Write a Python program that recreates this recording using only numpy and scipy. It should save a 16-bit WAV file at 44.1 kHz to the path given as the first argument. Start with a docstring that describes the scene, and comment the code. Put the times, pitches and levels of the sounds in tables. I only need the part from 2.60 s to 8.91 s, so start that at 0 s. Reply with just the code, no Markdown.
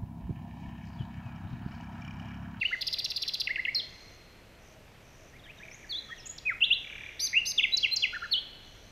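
"""A garden, the microphone close to a weaver bird at its hanging nest. Over faint open air, a distant
engine, far hoots and an insect ticking in bouts, the bird opens with slurred whistles and a fast trill,
then three hooked notes and a held one. Grass and leaves scatter each note; distant trees ring on.
After a pause come soft twitters and a low rattle from farther off. The second phrase is whistles again,
with two buzzy notes midway, where the two sides of the syrinx beat against each other."""
import sys
import numpy as np
from scipy import signal
from scipy.fft import rfft, irfft, next_fast_len
from scipy.io import wavfile
from scipy.ndimage import uniform_filter1d, map_coordinates

SR = 44100
rng = np.random.default_rng(int(sys.argv[2]) if len(sys.argv) > 2 else 0)


def pcm_store(signal):
    """Save signal as 16-bit PCM."""
    levels = np.round(np.clip(np.atleast_2d(signal), -1, 1) * 32767)
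    wavfile.write(sys.argv[1], SR, levels.astype(np.int16).T)


N = 278271
U = np.linspace(0, 1, 41)  # progress through a note; a "place" is a point on this 0-1 scale

# Spectrum of the open air. Each row: frequency in Hz, relative level in dB.
AIR_SPECTRUM = [(13, -20), (24, 2.5), (55, -4.5), (120, -8), (180, -10), (280, -12), (640, -13.5),
                (800, -17), (1100, -20), (2500, -19), (4000, -27.5), (6000, -31.5), (10000, -39),
                (14000, -36.5), (15700, -65.5)]
# Hum of a distant engine. Each row: frequency in Hz, rms level in dB.
ENGINE_ORDERS = [(67.5, -70), (101, -67), (135, -70)]
# Ring of the foliage nearby and of the distant trees. Each row: frequency in Hz, seconds to fall 60 dB.
FOLIAGE_DECAY = [(1500, 0.19), (3000, 0.27), (6000, 0.26), (12000, 0.19)]
TREE_DECAY = [(1500, 1.7), (4000, 1.71), (7000, 1.15), (12000, 0.6)]
# Hoots of a far bird. Each row: start in seconds, relative level in dB.
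HOOTS = [(.16, -60.5), (.31, -59), (.86, -59.5), (1.15, -61), (1.93, -64), (2.09, -61), (2.57, -60),
         (3.01, -61.5)]
# Bouts of insect ticking. Each row: start in seconds, end in seconds.
INSECT_BOUTS = [(0, 0.33), (1.2, 1.56), (1.994, 2.14), (2.426, 2.7), (2.946, 3.6), (4.173, 4.6),
                (5.448, 5.67), (6.02, 6.6)]
# A faint 4.6 kHz ring lingering from an earlier note, then soft twitters farther off.
# Each row: start and length in seconds, first and last pitch in Hz, relative level in dB.
SOFT_NOTES = [(0, 0.11, 4600, 4450, -60), (0.369, .016, 2820, 1940, -47.5),
              (0.643, .022, 2750, 1794, -49.5), (2.729, 0.041, 1750, 2370, -53),
              (2.786, 0.022, 4040, 3150, -59), (2.836, 0.035, 3900, 2890, -54),
              (2.859, 0.054, 1613, 2810, -50.5), (2.969, 0.026, 3950, 3580, -58.5),
              (2.998, 0.042, 1567, 2577, -48), (3.108, 0.047, 5240, 6920, -53.5),
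              (3.227, 0.025, 2540, 1583, -49), (3.471, 0.055, 3400, 3246, -51.5),
              (3.555, 0.041, 4000, 2525, -54), (3.576, 0.036, 6040, 5010, -53),
              (3.622, 0.049, 4150, 2510, -55.5), (3.28, 0.23, 1940, 1818, -61),
              (3.486, .02, 1344, 1237, -53.5)]
# Runs of the rattle. Each row: start, end and stroke period in seconds, relative level in dB.
RATTLE_RUNS = [(3.051, 3.16, .0307, -44.5), (4.243, 4.53, .02725, -39)]
# The fall of one rattle stroke: four pitches in Hz.
RATTLE_STROKE_HZ = [2686, 2260, 1963, 1420]

# How the near bird's beak passes overtones and rasp. Each row: frequency in Hz, gain in dB.
BEAK_RESPONSE = [(1000, -34), (3000, -19), (6500, -3.5), (8000, -10), (9500, -5.5), (11000, -0.5),
                 (13000, 4.5), (15500, -10.5)]
# Two buzzes, a row for each side of the syrinx. Each row: start and length in seconds, top of the arch
# in Hz, its flatness, its upward lean as a share of pitch, relative level in dB.
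BUZZ_VOICES = [(4.593, .084, 6090, 5.6, .11, -28.5), (4.599, 0.08, 4803, 3.4, 0.017, -30),
               (4.852, .072, 6230, 6, .05, -31.5), (4.859, 0.064, 5104, 3.3, .03, -29)]
# A trill syllable, a row for each side of the syrinx. Each row: delay and length in seconds,
# five evenly spaced pitches in Hz, four evenly spaced relative levels in dB.
TRILL_SYLLABLE = [(-.001, .0095, 3340, 4300, 5010, 5390, 6620, -9, 2, 0.91, -11.5),
                  (.0068, .015, 3810, 4696, 4280, 3214, 2230, 6, -0.5, 3.4, -15.5)]
# Single whistled glides. Each row: start and length in seconds, first and last pitch in Hz,
# steepest place, relative level in dB, loudest place.
SLURS = [(.01, 0.032, 2800, 1680, 0.63, -23.5, 0.46), (0.044, 0.03, 2010, 3015, 0, -22, 0.56),
         (3.778, 0.012, 6170, 3100, 0.62, -36, 0.75), (4.004, 0.01, 2580, 3160, .4, -29.5, 0.9),
         (4.012, 0.046, 2596, 4080, 0.67, -16.5, 0.49), (4.102, 0.048, 2570, 4060, 0.53, -17, 0.4),
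         (4.976, .038, 3770, 2050, .47, -17.5, 0.35), (5.026, .034, 3790, 1986, 0.34, -18.5, 0.49),
         (5.227, 0.042, 3430, 2000, 0.5, -18.5, 0.36), (5.421, 0.043, 3520, 1946, 0.46, -19, 0.4)]
# Whistles that sink and recover. Each row: start and length in seconds, first, lowest and last pitch
# in Hz, lowest place, relative level in dB, loudest place, fade in dB.
DIPS = [(3.29, .105, 4520, 3340, 4054, .43, -32, 0.16, 2),
        (3.653, .027, 7100, 6460, 7950, 0.4, -37, 0.48, 13),
        (3.69, .027, 6850, 6760, 7500, 0.6, -36, 0.4, 9),
        (3.851, 0.086, 2514, 1260, 1280, .96, -22, .33, 29.5),
        (5.71, .08, 4440, 2950, 3320, .5, -20, 0.23, 11)]
# Low wavy whistles. Each row: start and length in seconds, centre pitch in Hz, swing as a share of it,
# highest place, number of cycles, relative level in dB.
WARBLES = [(0.109, .045, 1743, 0.2, 0.6, 0.86, -26), (3.499, .045, 1619, 0.167, .6, 0.46, -34),
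           (5.524, .051, 1620, 0.115, .56, 1.32, -28.5), (5.61, 0.052, 1562, .13, 0.65, 1.4, -31)]
# The held note that ends the first phrase. Each row: time in seconds, pitch in Hz, relative level in dB.
LEDGE_PATH = [(1.146, 5688, -24.5), (1.154, 4450, -27.5), (1.16, 4130, -25), (1.178, 4355, -31),
              (1.19, 4050, -32), (1.204, 3250, -32), (1.212, 3050, -32)]
# A hook drops, then rises; a whip holds, then flicks down. Each row: delay and length in seconds,
# first and last base pitch in Hz, steepest place, relative level in dB, loudest place.
HOOK_GLIDES = [(0, .013, 3264, 1885, 0.15, 1, 0.15), (.018, .032, 1638, 2208, 0.49, -2, 0.7)]
WHIP_GLIDES = [(0, 0.032, 3970, 4073, 0.43, 0.69, 0.82), (0.0477, .026, 7580, 4190, .06, -2.25, 0.49)]
# Where hooks and whips are sung. Each row: start in seconds, pitch factor, relative level in dB.
HOOK_REPEATS = [(.871, 1.004, -23.5), (.957, 0.98, -24.5), (1.05, 1.05, -23.5)]
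WHIP_REPEATS = [(5.119, .98, -19.5), (5.311, 1.02, -20)]


def amp(db):
    """Decibels to gain."""
    return 10 ** (np.asarray(db) / 20)


def along(points, hz):
    """(Hz, value) points read on a log frequency axis."""
    freqs, values = np.transpose(points)
    return np.interp(np.log(hz + 1), np.log(freqs), values)


def filtered(x, response):
    """x through a filter whose gain is response(hz)."""
    size = next_fast_len(N + SR // 2)
    return irfft(rfft(x, size) * response(np.fft.rfftfreq(size, 1 / SR)), size)[..., :N]


def add(track, start, sound):
    """Mix a sound into a track at start seconds."""
    i = min(max(round(start * SR), 0), N)
    track[i:i + len(sound)] += sound[:N - i]


def wobble(n, rate):
    """n samples of a smooth random curve, rate knots a second."""
    return map_coordinates(rng.standard_normal(int(n * rate / SR) + 4), [np.arange(n) * rate / SR])


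def slur(length, pitches, levels, waver=.0072, edge_s=.0025):
    """One voice, such as a side of the syrinx: a sine gliding through pitches (Hz) and levels (dB)."""
    n = round(length * SR)
    u = np.linspace(0, 1, n)
    line = pitches[0] + (pitches[-1] - pitches[0]) * u
    bend = np.asarray(pitches) - np.linspace(pitches[0], pitches[-1], len(pitches))
    hz = line + map_coordinates(bend, [u * (len(bend) - 1)], mode="nearest")
    hz *= 1 + waver * wobble(n, 602)
    gate = np.sin(np.pi / 2 * np.clip(np.minimum(u, 1 - u) * length / edge_s, 0, 1)) ** 2
    envelope = amp(np.interp(u, np.linspace(0, 1, len(levels)), levels))
    return gate * envelope * np.sin(2 * np.pi * np.cumsum(hz) / SR)


def air(rms_db=-54.5):
    """Faint rumble and hiss of the open air all around the microphone."""
    noise = filtered(rng.standard_normal(N), lambda hz: amp(along(AIR_SPECTRUM, hz)))
    return amp(rms_db) * noise / noise.std()


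def engine():
    """Three wavering orders of a distant engine."""
    t, hum = np.arange(N) / SR, np.zeros(N)
    for hz, db in ENGINE_ORDERS:
        peak = np.sqrt(2) * amp(db + 1.7 * wobble(N, 2.1))
        hum += peak * np.sin(2 * np.pi * hz * t + 1.07 * wobble(N, 2.8))
    return hum


def lingering_echo(start_db=-52, fade_db_per_s=28):
    """The echo of an earlier phrase hangs in the garden: a band of noise dying away."""
    band = [(2000, -30), (3200, -2), (4700, 0), (5600, -40)]  # Hz, dB
    wash = filtered(rng.standard_normal(N), lambda hz: amp(along(band, hz)) * (hz > 1500))
    return amp(start_db - fade_db_per_s * np.arange(N) / SR) * wash / wash.std()


def tail(decay, length_s, onset_s):
    """A diffuse echo of energy 1 that builds up, then dies at each frequency's own speed."""
    hz, t, spectrum = signal.stft(rng.standard_normal(round(length_s * SR)), SR, nperseg=256)
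    fade = amp(-60 * t / along(decay, hz)[:, None])
    echo = signal.istft(spectrum * fade, SR, nperseg=256)[1]
    echo *= 1 - np.exp(-np.arange(len(echo)) / SR / onset_s)
    return echo / np.linalg.norm(echo)


def garden(song, twigs_db, foliage_db, trees_db):
    """The direct sound, quick scatter from twigs, a wash from foliage and a long ring from far trees."""
    paths = [(twigs_db, tail([(3000, .021)], length_s=.1, onset_s=.0039)),
             (foliage_db, tail(FOLIAGE_DECAY, length_s=.6, onset_s=.056)),
             (trees_db, tail(TREE_DECAY, length_s=1.5, onset_s=.15))]
    return song + sum(amp(db) * signal.fftconvolve(song, echo)[:N] for db, echo in paths)


def hoots(pitch_hz=640):
    """A far bird hoots, barely above the air."""
    song = np.zeros(N)
    pitches = pitch_hz * np.array([.97, 1.02, .98])
    for start, db in HOOTS:
        add(song, start, slur(.12, pitches, db + np.array([-7, 1, -7]), waver=.055, edge_s=.022))
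    return song


def insect(strokes_per_s=78):
    """An insect some way off: each wing stroke is a tiny falling chirp; a bout swells at its start."""
    ticks = np.zeros(N)
    for start, end in INSECT_BOUTS:
        for onset in np.arange(start, end, 1 / strokes_per_s):
            growth = 1 - .62 * np.exp(-(onset - start) / .037)
            gain = growth * amp(-60 + rng.normal(0, 1))
            add(ticks, onset, gain * slur(.00654, [7100, 6000, 5100], [-5, 1, -3], waver=.045))
    return ticks


def soft_notes(swell_db=7.5):
    """The faint ring of an earlier note, then soft twitters farther off: plain glides that grow."""
    song = np.zeros(N)
    for start, length, first_hz, last_hz, db in SOFT_NOTES:
        pitches = first_hz * (last_hz / first_hz) ** U
        add(song, start, slur(length, pitches, db + swell_db * (U - .5), waver=.013, edge_s=.0024))
    return song


def rattle(arch_db=4):
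    """Runs of soft, rough, quickly falling strokes away from the microphone, strongest midway."""
    song = np.zeros(N)
    stroke_db = np.array([2.5, 4, -5.5, -.5])
    for start, end, period, db in RATTLE_RUNS:
        onsets = np.arange(start, end, period)
        for onset, off_centre in zip(onsets, np.linspace(-1, 1, len(onsets))):
            levels = db - arch_db * off_centre ** 2 + stroke_db
            add(song, onset, slur(.01083, RATTLE_STROKE_HZ, levels, waver=.051))
    return song


def nest(song, bounce_db=-7, delay_s=.00145):
    """A bounce off the nest just behind the beak: glides flutter as they cross its peaks and notches."""
    return filtered(song, lambda hz: 1 + amp(bounce_db) * np.exp(-2j * np.pi * hz * delay_s))


def voiced(tone, second_db, third_db, rasp_db, taut_hz=3700):
    """At high pitch taut membranes bend the wave into overtones and sum tones; the air jet adds rasp."""
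    taut = filtered(tone, lambda hz: 1 / np.sqrt(1 + (taut_hz / (hz + 1)) ** 10))
    envelope = np.sqrt(np.abs(uniform_filter1d(taut ** 2, size=128)) * 2) + 1e-6
    wave = taut / envelope
    overtones = amp(second_db) * (wave ** 2 - .5) + amp(third_db) * (wave ** 3 - 3 / 4 * wave)
    rasp = amp(rasp_db) * wave * rng.standard_normal(N)
    colour = envelope * (overtones + rasp)
    return tone + filtered(colour, lambda hz: amp(along(BEAK_RESPONSE, hz)) * (hz > 1000))


def buzzes(foot_hz=3334, droop_db=2):
    """The two sides of the syrinx arch in pitch and beat against each other."""
    song = np.zeros(N)
    for start, length, top_hz, flatness, lean, db in BUZZ_VOICES:
        droop = np.abs(2 * U - 1) ** flatness
        arch = top_hz - (top_hz - foot_hz) * droop
        add(song, start, slur(length, arch * (1 + lean * (U - .5)), db - droop_db * droop, waver=.011))
    return amp(-2.9) * voiced(song, second_db=-12, third_db=-20.5, rasp_db=-23)


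def trill(count=11, start_s=.2093, period_s=.0585):
    """In each syllable one side flicks up, then the other arches over and falls; no two are alike."""
    song = np.zeros(N)
    onsets = start_s + period_s * np.arange(count)
    onsets[-1] += .0047  # the last syllable hangs back
    for onset in onsets:
        for delay, length, *shape in TRILL_SYLLABLE:
            detune = 1 + .03 * rng.standard_normal() + .03 * rng.standard_normal(5)
            pitches = np.array(shape[:5]) * detune
            levels = np.array(shape[5:]) - 28.5 + 2 * rng.standard_normal(4)
            add(song, onset + delay, slur(length, pitches, levels, waver=.022, edge_s=.0011))
    return voiced(song, second_db=-18, third_db=-26, rasp_db=-20.5)


def glide(first_hz, last_hz, steepest, steepness=5.5):
    """An S-shaped path from one pitch to another."""
    path = 1 / (1 + np.exp(-steepness * (U - steepest)))
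    return first_hz + (last_hz - first_hz) * (path - path[0]) / (path[-1] - path[0])


def swell(loudest, rise_db, fall_db, curve=2.22):
    """Level in dB of a note that swells to its crest and fades."""
    crest = np.clip(loudest, .05, .95)
    away = np.abs(U - crest) / np.where(U < crest, crest, 1 - crest)
    return -np.where(U < crest, rise_db, fall_db) * away ** curve


def whistle(length, pitches, db, loudest):
    """One clean note that swells and fades."""
    return slur(length, pitches, db + swell(loudest, rise_db=15.5, fall_db=19.5), waver=.0057)


def slurs():
    """Single glides, up or down."""
    song = np.zeros(N)
    for start, length, first_hz, last_hz, steepest, db, loudest in SLURS:
        add(song, start, whistle(length, glide(first_hz, last_hz, steepest), db, loudest))
    return song


def dips(hold_share=.28):
    """The pitch holds for a share of the descent, eases down to its lowest point and eases up again."""
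    song = np.zeros(N)
    for start, length, first_hz, low_hz, last_hz, lowest, db, loudest, fade_db in DIPS:
        ramp = np.interp(U, [hold_share * lowest, lowest, 1], [1, 0, 1])
        depth_hz = np.where(U < lowest, first_hz, last_hz) - low_hz
        pitches = low_hz + depth_hz * np.sin(np.pi / 2 * ramp) ** 2
        levels = db + swell(loudest, rise_db=21, fall_db=fade_db)
        add(song, start, slur(length, pitches, levels, waver=.0056))
    return song


def warbles():
    """Low notes that ride one wave of pitch, loudest on its top."""
    song = np.zeros(N)
    for start, length, hz, swing, highest, cycles, db in WARBLES:
        pitches = hz * (1 + swing * np.cos(2 * np.pi * cycles * (U - highest)))
        levels = db + swell(highest, rise_db=22, fall_db=8.5)
        add(song, start, slur(length, pitches, levels, waver=.021))
    return song


def ledge():
    """A note that drops onto a held pitch, then slides off it."""
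    song = np.zeros(N)
    times, hz, db = np.transpose(LEDGE_PATH)
    length = times[-1] - times[0]
    t = times[0] + length * U
    add(song, times[0], slur(length, np.interp(t, times, hz), np.interp(t, times, db), waver=.007))
    return amp(2.5) * song


def quaver(start_s=4.728, length_s=.071, flutter_hz=105, flutter_share=.14):
    """A rising note that shakes at first and steadies as it grows loud."""
    song = np.zeros(N)
    shake = flutter_share * np.clip(1 - U / .59, 0, 1) * np.sin(2 * np.pi * flutter_hz * length_s * U)
    pitches = glide(first_hz=2004, last_hz=2910, steepest=.38) * (1 + shake)
    add(song, start_s, whistle(length_s, pitches, db=-19, loudest=.71))
    return song


def figures(repeats, glides):
    """A figure of two glides, repeated at slightly different pitch and strength."""
    song = np.zeros(N)
    for start, factor, db in repeats:
        for delay, length, first_hz, last_hz, steepest, glide_db, loudest in glides:
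            pitches = factor * glide(first_hz, last_hz, steepest)
            add(song, start + delay, whistle(length, pitches, db + glide_db, loudest))
    return song


def whistles():
    """The near bird's clean notes, from one side of the syrinx, with faint overtones."""
    song = slurs() + dips() + warbles() + ledge() + quaver()
    song += figures(HOOK_REPEATS, HOOK_GLIDES) + figures(WHIP_REPEATS, WHIP_GLIDES)
    return amp(-1) * voiced(song, second_db=-26.5, third_db=-24, rasp_db=-52.5)


def scene():
    """The weaver is close and fairly dry, the others farther and wetter; both channels hear the same."""
    near = garden(nest(whistles() + buzzes() + trill()), twigs_db=-9.5, foliage_db=-12, trees_db=-24.5)
    far = garden(soft_notes() + rattle() + insect(), twigs_db=-3.5, foliage_db=-8, trees_db=-8)
    far_hoots = garden(hoots(), twigs_db=-5.5, foliage_db=-11, trees_db=-17)
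    mono = near + far + far_hoots + lingering_echo() + air() + engine()
    return np.array([mono, mono])


def record(dry, hiss_db=-83, top_hz=15700):
    """Each microphone channel adds a trace of its own hiss; nothing passes above the band limit."""
    hiss = amp(hiss_db) * rng.standard_normal(dry.shape)
    return filtered(dry + hiss, lambda hz: hz < top_hz)


dry = scene()
out = record(dry)
pcm_store(out)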